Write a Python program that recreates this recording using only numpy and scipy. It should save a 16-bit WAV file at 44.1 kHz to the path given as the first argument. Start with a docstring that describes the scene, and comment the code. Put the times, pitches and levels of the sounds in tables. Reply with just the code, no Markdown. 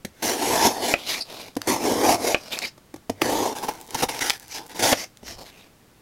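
"""Slicing corrugated cardboard

A knife slices three strips off an upright sheet of corrugated cardboard on a wooden board, close by in a small room.
The blade taps the edge, snaps through dense fibres (random impulses) while the sheet drones (filtered by the same
snaps), and knocks on the board (damped modes); the third cut stalls and is sawn through in short strokes.
Between cuts the blade and the loose strips slide over the wood as resonant friction noise."""
import sys
import numpy as np
from scipy import signal
from scipy.fft import rfft, irfft, next_fast_len
from scipy.io import wavfile
from scipy.ndimage import uniform_filter1d, map_coordinates

SR = 44100
rng = np.random.default_rng(int(sys.argv[2]) if len(sys.argv) > 2 else 0)


def master(y):
    """Save y as 16-bit WAV."""
    cut = np.clip(np.atleast_2d(y).T, -1, 1)
    pcm = np.round(cut * 32767)  # scale
    wavfile.write(sys.argv[1], SR, pcm.astype(np.int16))


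N = 265129

# Long strokes through the sheet. Each row: start and end in seconds, drone boost relative to the tearing in dB,
# depth of the blade at the start and at the end (0-1 of the sheet).
CUTS = [(0.222, 0.932, -1.5, 0.04, 0.9), (1.671, 2.339, 2, 0.06, 0.98), (3.213, 3.525, 2.5, 0.05, 0.36),
        (4.791, 4.929, -4, 0.43, 0.88)]
# Tone of parting paper fibres. Each row: frequency in Hz, gain in dB.
FIBRES = [(900, -37), (1300, -4.5), (1600, 2), (2100, 3), (2700, -1), (4200, -1), (5700, 1), (7300, -3.5),
          (8200, -7), (10500, -3.5), (13300, -8), (16000, -19.5)]

BITE_S = 0.0042  # the edge enters the paper
SAW_ATTACK_S, SAW_RELEASE_S = 0.0057, 0.008
SLIT_HZ = 6400  # centre of the rasp deep in the slit


def amp(db):
    """Decibels to gain."""
    return 10 ** (np.asarray(db) / 20)


def unit(x):
    """Scale to rms 1."""
    return x / np.sqrt(np.mean(x ** 2) + 1e-20)


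def step(x):
    """A smooth rise from 0 to 1 around x = 0."""
    return (1 + np.tanh(x / 2)) / 2


def held(start, end, attack_s, release_s):
    """Linear attack, hold and exponential release; the times are in seconds."""
    t = np.arange(N) / SR
    attack = np.clip((t - start) / attack_s, 0, 1)
    release = np.exp(-np.maximum(t - end, 0) / release_s)
    return attack * release


def level_db(shapes, db):
    """The joint level of several strokes, summed as power, each with its shape and strength."""
    return 10 * np.log10(amp(db) ** 2 @ shapes ** 2 + 1e-12)


def wobble(rate):
    """A smooth random curve, rate knots a second."""
    knots = rng.standard_normal(int(N * rate / SR) + 4)
    return map_coordinates(knots, [np.arange(N) * rate / SR], mode="nearest")


def colour(x, points):
    """Causal filter with the gain of (Hz, dB) points."""
    m = next_fast_len(len(x) + 4096, True)
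    f, db = np.transpose(points)
    gain = amp(np.interp(np.log(np.fft.rfftfreq(m, 1 / SR) + 1), np.log(f), db))
    # folding the cepstrum onto positive time makes the filter minimum phase
    cepstrum = irfft(np.log(gain), m)
    cepstrum[1:m // 2] *= 2
    cepstrum[m // 2 + 1:] = 0
    response = np.exp(rfft(cepstrum))
    return irfft(rfft(x, m) * response, m)[:len(x)]


def ruptures(rate, spread_db):
    """Random impulses of uneven size and sign, on average rate a second, scaled to power 1."""
    happens = rng.random(N) < rate / SR
    size = amp(spread_db * np.clip(rng.standard_normal(N), -2, 2)) * rng.choice([-1, 1], N)
    return unit(happens * size / np.sqrt(rate))  # sparse impulses are larger, so the power stays even


def moving_resonance(x, centre_hz, octaves, boost_db, patchy_db):
    """A travelling resonance, plus weaker ones that drift as the contact moves; scaled to rms 1."""
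    hz, t, z = signal.stft(x, SR, nperseg=512)
    centre = np.interp(t, np.arange(N) / SR, centre_hz)
    bump = 1 / (1 + (np.log2((hz[:, None] + 1) / centre) / octaves) ** 2)
    patches = uniform_filter1d(rng.standard_normal(z.shape), size=4, axis=0)
    patches = uniform_filter1d(patches, size=20, axis=1)
    gain = amp(boost_db * bump + patchy_db * unit(patches))
    # level out the gain over time, weighted by the sound's average spectrum
    power = np.mean(abs(z) ** 2, axis=1, keepdims=True)
    gain /= np.sqrt(np.sum(power * gain ** 2, axis=0) / power.sum())
    return unit(signal.istft(z * gain, SR, nperseg=512)[1][:N])


def ring(modes, t, scatter_db):
    """Damped modes (Hz, dB, 60 dB decay in s) struck at new strengths; peak 1."""
    y = 0
    for hz, db, t60 in modes:
        y = y + amp(db + rng.normal(0, scatter_db) - 60 * t / t60) * np.sin(2 * np.pi * hz * t)
    return y / abs(y).max()


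def burst(t, t60, points):
    """A short coloured crack of decaying noise; peak 1."""
    y = colour(rng.standard_normal(len(t)) * amp(-60 * t / t60), points)
    return y / abs(y).max()


def add(track, s, sound):
    """Mix a sound in at time s."""
    part = track[round(s * SR):][:len(sound)]
    part += sound[:len(part)]


def room_tone():
    """Quiet steady noise, strongest in the lows."""
    # Each row: frequency in Hz, gain in dB.
    tone_curve = [(25, -8), (110, -3), (300, -7), (550, -13), (2500, -21.5), (16000, -30)]
    return amp(-55.0) * unit(colour(rng.standard_normal(N), tone_curve))


def shoves():
    """The hand leans on the board: each shove swells and fades as a low rumble of the table."""
    # Each row: centre in seconds, level in dB, time from the centre to 1/e of the swell in seconds.
    leans = [(4.062, -41, 0.035), (5.33, -47, 0.12)]
    t = np.arange(N) / SR
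    swell = sum(amp(db) * np.exp(-((t - s) / spread_s) ** 2) for s, db, spread_s in leans)
    rumble = unit(colour(rng.standard_normal(N), [(15, -16), (45, -1.0), (200, -19.5), (1000, -71)]))
    return swell * rumble


def straining():
    """From the stall to the last push, loaded fibres part one by one in tiny bright ticks."""
    ticks = ruptures(rate=180, spread_db=8)  # ticks a second
    ticks = unit(colour(ticks, [(1500, -8), (7000, 2), (16000, -1.5)]))
    stall_s, push_s = CUTS[-2][1], CUTS[-1][0]
    return amp(-51) * held(stall_s, push_s, SAW_ATTACK_S, SAW_RELEASE_S) * ticks


def squeaks():
    """Stick-slip of the edge feeds one narrow, rough resonance of the blade, with a weak octave above it."""
    # Each row: start in seconds, length in seconds, level in dB, pitch in Hz.
    slips = [(1.138, 0.044, -36.5, 2310), (1.204, 0.023, -29, 4840), (2.566, 0.012, -33, 2450),
             (2.618, 0.036, -29.5, 2290), (5.595, 0.032, -53, 3750)]
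    pitch_wander, octave_db = 0.095, -16  # wander as a share of the pitch
    out = np.zeros(N)
    for s, length, db, hz in slips:
        phase = 2 * np.pi * hz * np.cumsum(1 + pitch_wander * wobble(1100)) / SR
        tone = np.sin(phase) + amp(octave_db) * np.sin(2 * phase)
        tone = unit(tone * amp(4.0 * wobble(250)))
        out += amp(db) * held(s, s + length, BITE_S, BITE_S) * tone
    return out


def sliding():
    """Blade and strips on wood: fine friction grains sing in a resonance that shifts with the contact point."""
    # Each row: start in seconds, length in seconds, hiss in dB, hollow body in dB, hiss resonance in Hz.
    slides = [(0.965, 0.12, -40, -43, 3260), (1.068, 0.089, -26.5, -37.5, 3700),
              (1.142, 0.075, -36, -40, 4730), (1.278, 0.2, -42, -42.5, 3800), (2.342, 0.25, -46, -47, 5200),
              (2.516, 0.042, -29.5, -37.5, 3440), (2.557, 0.058, -39.5, -40.5, 4600),
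              (2.62, 0.046, -31, -36.5, 4270), (2.665, 0.028, -37.5, -52, 5230),
              (4.509, 0.08, -37, -57, 5670), (4.958, 0.084, -32, -39.5, 5860),
              (5.256, 0.088, -39.5, -45, 6000), (5.363, 0.1, -48.5, -45, 4600),
              (5.455, 0.047, -47, -53, 3860), (5.512, 0.16, -54, -57, 2780)]
    # Tone of the rubbing hiss. Each row: frequency in Hz, gain in dB.
    rub = [(900, -29), (1500, 2), (2400, 5.5), (3300, -1), (5500, 1), (8200, -9), (13000, -6.5),
           (16000, -23)]
    # Hollow body of the loose strip. Each row: frequency in Hz, gain in dB.
    strip = [(30, -12), (130, -10.5), (280, 0.5), (470, 0), (670, 2.5), (1100, -5), (1800, -24.5)]
    edge = 0.12  # sets the slope at both ends of a slide, as a share of its length
    t = np.arange(N) / SR
    shapes = np.array([step((t - s) / (edge * length)) * step((s + length - t) / (edge * length))
                       for s, length, *_ in slides])
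    _, _, hisses, bodies, pitches = np.transpose(slides)
    hiss_db, body_db = level_db(shapes, hisses), level_db(shapes, bodies)
    weight = (amp(hisses)[:, None] * shapes) ** 2 + 1e-20
    hiss_hz = pitches @ weight / weight.sum(axis=0)  # the strongest contact dominates the resonance
    grains = ruptures(rate=np.clip(9000 * amp(hiss_db + 33.5), 1200, 12000), spread_db=2.5)  # light is sparse
    grains = (grains + amp(-10.5) * rng.standard_normal(N)) * amp(1.86 * wobble(110))
    hiss = moving_resonance(colour(grains, rub), hiss_hz, octaves=.28, boost_db=10, patchy_db=2.5)
    body = unit(colour(grains, strip))
    return amp(hiss_db) * hiss + amp(body_db) * body


def clicks():
    """Single stiff fibres and the blade's edge let go with a click."""
    # Each row: time in seconds, peak in dB, centre in Hz.
    snap_list = [(1.554, -32, 5030), (1.617, -15, 4560), (2.589, -11.5, 4800), (3.218, -3, 2330),
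                 (3.586, -21.5, 7160), (3.878, -31, 8500), (3.907, -23, 8500), (3.946, -13, 6640),
                 (4.192, -16.5, 4480), (4.298, -3.5, 4640), (4.304, -4.5, 3130), (4.584, -23.5, 2260),
                 (4.832, -14, 4530), (5.172, -31.5, 6400), (5.271, -27, 3800), (5.281, -24, 1800)]
    out, t = np.zeros(N), np.arange(SR // 10) / SR
    for s, db, hz in snap_list:
        tone = [(hz / 16, -16), (hz / 2, -6), (hz, 0), (hz * 2, -12), (hz * 4, -22)]
        add(out, s, amp(db) * burst(t, 0.0094, tone))
    return out


def taps():
    """The blade or a strip bumps the sheet: it thumps on the board while its top edge crushes."""
    # Each row: time in seconds, thump in dB and edge crackle in dB ahead of the soft onset, thump pitch in Hz.
    bumps = [(0.048, -9.5, -15.5, 215), (1.566, -3.5, -12.5, 286), (2.777, -28.5, -34, 350),
             (2.94, -16, -25.5, 319), (2.96, -23.5, -29.5, 330), (3.096, 0.5, -13, 265),
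             (3.2175, 0.5, -10, 340), (4.927, -5, -24, 293), (5.23, -19.5, -33, 238)]
    # Modes of the thumping sheet. Each row: multiple of the thump pitch, relative level in dB,
    # 60 dB decay in seconds.
    sheet_modes = [(.37, -20, 0.23), (1, 4, 0.038), (1.7, 3.5, 0.026), (2.5, 4, 0.02), (3.4, -2.5, 0.021)]
    out, t = np.zeros(N), np.arange(SR // 5) / SR
    crush = 1 - np.exp(-t / 0.0023)  # soft paper takes a moment to give
    for s, db, crackle_db, hz in bumps:
        thump = ring([(k * hz, level, t60) for k, level, t60 in sheet_modes], t, scatter_db=2.5)
        crackle = burst(t, 0.025, FIBRES)
        add(out, s, crush * (amp(db) * thump + amp(crackle_db) * crackle))
    return out


def knocks():
    """The blade breaks through, steel on wood: the board thuds and the held blade rings briefly."""
    # Each row: time in seconds, crack in dB, board in dB, blade in dB.
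    strikes = [(0.9393, -11.5, -6, 0), (2.3457, -8.5, -8.5, -2.5), (4.928, -8, -7, -16)]
    # Modes of the wooden board. Each row: frequency in Hz, relative level in dB, 60 dB decay in seconds.
    board_modes = [(346, 1.7, 0.086), (590, 14, 0.035), (707, 9.4, 0.041), (1410, 1.1, 0.034)]
    # Modes of the hand-held blade. Each row: frequency in Hz, relative level in dB, 60 dB decay in seconds.
    blade_modes = [(2030, -5, 0.025), (2470, 10.5, 0.012), (2810, -13, 0.042), (4740, -24, 0.026)]
    crack_tone = [(80, -33), (350, 9.5), (1200, 3.5), (2800, 1.5), (4200, -8.5), (12000, -32)]
    out, t = np.zeros(N), np.arange(SR // 5) / SR
    for s, crack_db, board_db, blade_db in strikes:
        board = ring(board_modes, t, scatter_db=1.5)
        blade = ring(blade_modes, t, scatter_db=1.5)
        crack = burst(t, 0.036, crack_tone)
        add(out, s, amp(board_db) * board + amp(blade_db) * blade + amp(crack_db) * crack)
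    return out


def tearing(snaps, tear_db, centre_hz, bright_db):
    """Fibres parting at the edge: a slow blade is dull, a fast one is fully bright from bright_db on."""
    fizz = moving_resonance(colour(snaps, FIBRES), centre_hz, octaves=0.48, boost_db=1, patchy_db=3.0)
    dull = unit(colour(fizz, [(1000, 6.0), (6000, -0.5), (8500, -2.0)]))
    speed = np.clip(1 + (tear_db - bright_db) / 13, 0, 1)
    return amp(tear_db) * (speed * fizz + (1 - speed) * dull)


def sawing():
    """Short strokes of the jammed blade: under light motion the ruptures thin out into sparser crackles."""
    # Each row: start in seconds, length in seconds, sheet drone in dB, fibre tearing in dB,
    # swell over the stroke in dB.
    strokes = [(3.549, 0.025, -34.5, -38, 3), (3.577, 0.14, -38, -46.5, -5),
               (3.623, 0.023, -28.5, -36.5, 3.5), (3.68, 0.01, -24, -32, 3), (3.707, 0.18, -47, -52.5, -10),
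               (3.885, 0.065, -43, -46, 16.5), (3.944, 0.017, -29.5, -32.5, -2),
               (3.966, 0.046, -37, -32, 7), (4.019, 0.018, -19.5, -24, 6), (4.085, 0.014, -29, -27.5, -3.5),
               (4.097, 0.096, -36.5, -37, 0), (4.205, 0.093, -33.5, -27.5, -5),
               (4.302, 0.066, -47, -38, -11.5), (4.398, 0.1, -57, -52, -6), (4.49, 0.092, -48, -45.5, 18),
               (4.585, 0.077, -44.5, -51, -7.5), (4.688, 0.045, -45.5, -45.5, 2),
               (4.744, 0.051, -36.5, -39.5, 1.5)]
    # Tone of the short, pinched sheet. Each row: frequency in Hz, gain in dB.
    jammed = [(50, -15.5), (190, -11.5), (300, -2.5), (480, -4.5), (630, -9), (830, 2), (1000, -4),
              (1300, -25), (1800, -31.5)]
    t = np.arange(N) / SR
    shapes = []
    for s, length, _, _, swell in strokes:
        tilt_db = swell * np.interp(t, [s, s + length], [-.5, .5])
        shapes.append(held(s, s + length, SAW_ATTACK_S, SAW_RELEASE_S) * amp(tilt_db))
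    shapes = np.array(shapes)
    _, _, drones, tears, _ = np.transpose(strokes)
    sheet_db, tear_db = level_db(shapes, drones), level_db(shapes, tears)
    snaps = ruptures(rate=np.clip(14000 * amp(tear_db + 30.5), 1200, 20000), spread_db=6.5)
    snaps = snaps + amp(-1.5) * rng.standard_normal(N)  # the cheeks of the blade rub in the slit
    drone = amp(sheet_db) * unit(colour(snaps, jammed))
    torn = tearing(snaps, tear_db, np.full(N, SLIT_HZ), bright_db=-7)
    return amp(1.4 * wobble(110)) * (drone + torn)


def long_strokes():
    """Blade speed sets the tearing; speed and depth set the drone. Also gives the depth of the current cut."""
    # Blade speed in each cut, as the level of tearing. Each row: time in seconds, level in dB.
    first_cut = [(0.228, -27.5), (0.302, -25), (0.368, -34), (0.43, -28.5), (0.622, -24), (0.669, -17.5),
                 (0.685, -27), (0.73, -35.5), (0.802, -38), (0.852, -27), (0.928, -27)]
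    # Each row: time in seconds, level in dB.
    second_cut = [(1.675, -24), (1.729, -27), (1.785, -38.5), (1.86, -28.5), (1.981, -32), (2.115, -22),
                  (2.148, -26.5), (2.175, -43.5), (2.277, -25.5), (2.332, -31)]
    # Each row: time in seconds, level in dB.
    stalled_cut = [(3.235, -31.5), (3.259, -29), (3.267, -30.5), (3.464, -32.5), (3.523, -41), (3.533, -31)]
    # Each row: time in seconds, level in dB.
    last_push = [(4.795, -25), (4.821, -31.5), (4.827, -21.5), (4.925, -21.5)]
    let_go_s = 0.0071  # the edge leaves the paper
    graze_db, graze_s = -19.5, 0.039  # a faint graze of the sheet around the bite
    usual_tear_db, drone_follows = -30, 0.71  # the drone grows more slowly than the tearing
    mid_sheet_db = 6  # the sheet shakes most when the blade is halfway down
    t = np.arange(N) / SR
    tear, sheet, depth = np.full(N, 1e-6), np.zeros(N), np.zeros(N)
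    speeds = (first_cut, second_cut, stalled_cut, last_push)
    for (start, end, drone_db, top, bottom), speed in zip(CUTS, speeds):
        tear_db = np.interp(t, *np.transpose(speed))
        path = np.interp(t, [start, end], np.clip([top, bottom], 0, 1))
        depth = np.where(t < start, depth, path)
        graze = amp(graze_db) * np.exp(-abs(t - start) / graze_s)
        contact = held(start, end, BITE_S, let_go_s) + graze
        tear += contact * amp(tear_db)
        sheet_db = usual_tear_db + drone_follows * (tear_db - usual_tear_db) + drone_db
        sheet += contact * amp(sheet_db + mid_sheet_db * np.sin(np.pi * depth))
    return sheet, 20 * np.log10(tear), depth


def cutting():
    """Long strokes: dense ruptures hiss directly and shake the sheet, whose flap rings as it comes free."""
    # Tone of the driven sheet. Each row: frequency in Hz, gain in dB.
    sheet_tone = [(40, -23), (110, -7.5), (160, -18), (230, -1), (390, 1), (550, -3), (900, -0.5),
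                  (1200, -14), (1500, -20.5), (2000, -60)]
    # The flap's resonance climbs as it comes free, then sinks as it curls away.
    # Each row: depth of the blade (0-1), resonance in Hz.
    flap = [(0.1, 273), (0.35, 410), (0.55, 810), (0.9, 616)]
    edge_hz, edge_depth = 1700, 0.17  # the rasp is low at the open top edge and rises around this depth
    sheet, tear_db, depth = long_strokes()
    snaps = ruptures(rate=11000, spread_db=3)
    drag = wobble(140)  # the edge catches and slips
    flap_hz = np.interp(depth, *np.transpose(flap))
    drone = moving_resonance(colour(snaps, sheet_tone), flap_hz, octaves=0.19, boost_db=5.5, patchy_db=2.5)
    rasp_hz = edge_hz * (SLIT_HZ / edge_hz) ** step(20 * (depth - edge_depth))
    torn = tearing(snaps, tear_db, rasp_hz, bright_db=-36)
    return sheet * amp(1.5 * drag) * drone + amp(0.92 * drag) * torn


def room(x, t60, wet_db):
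    """A faint, short answer from the walls: decaying noise as the echo pattern."""
    t = np.arange(SR // 3) / SR
    tail = rng.standard_normal(len(t)) * amp(-60 * t / t60) * (t > .004)
    return x + amp(wet_db) * signal.fftconvolve(x, tail / np.linalg.norm(tail))[:N]


def scene():
    """All the knife work in the room, over quiet room tone."""
    work = shoves() + straining() + squeaks() + sliding() + clicks() + taps() + knocks() + sawing() + cutting()
    return (room(work, t60=0.16, wet_db=-14.0) + room_tone())[None]


def record(dry):
    """The loudest peaks are rounded off, and nothing passes the band limit."""
    ceiling, top_hz = .66, 15900
    rounded = dry / (1 + abs(dry / ceiling) ** 6) ** (1 / 6)
    m = next_fast_len(N + SR // 2, True)
    passes = np.fft.rfftfreq(m, 1 / SR) < top_hz
    return irfft(rfft(rounded, m) * passes, m)[..., :N]


dry = scene()
out = record(dry)
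master(out)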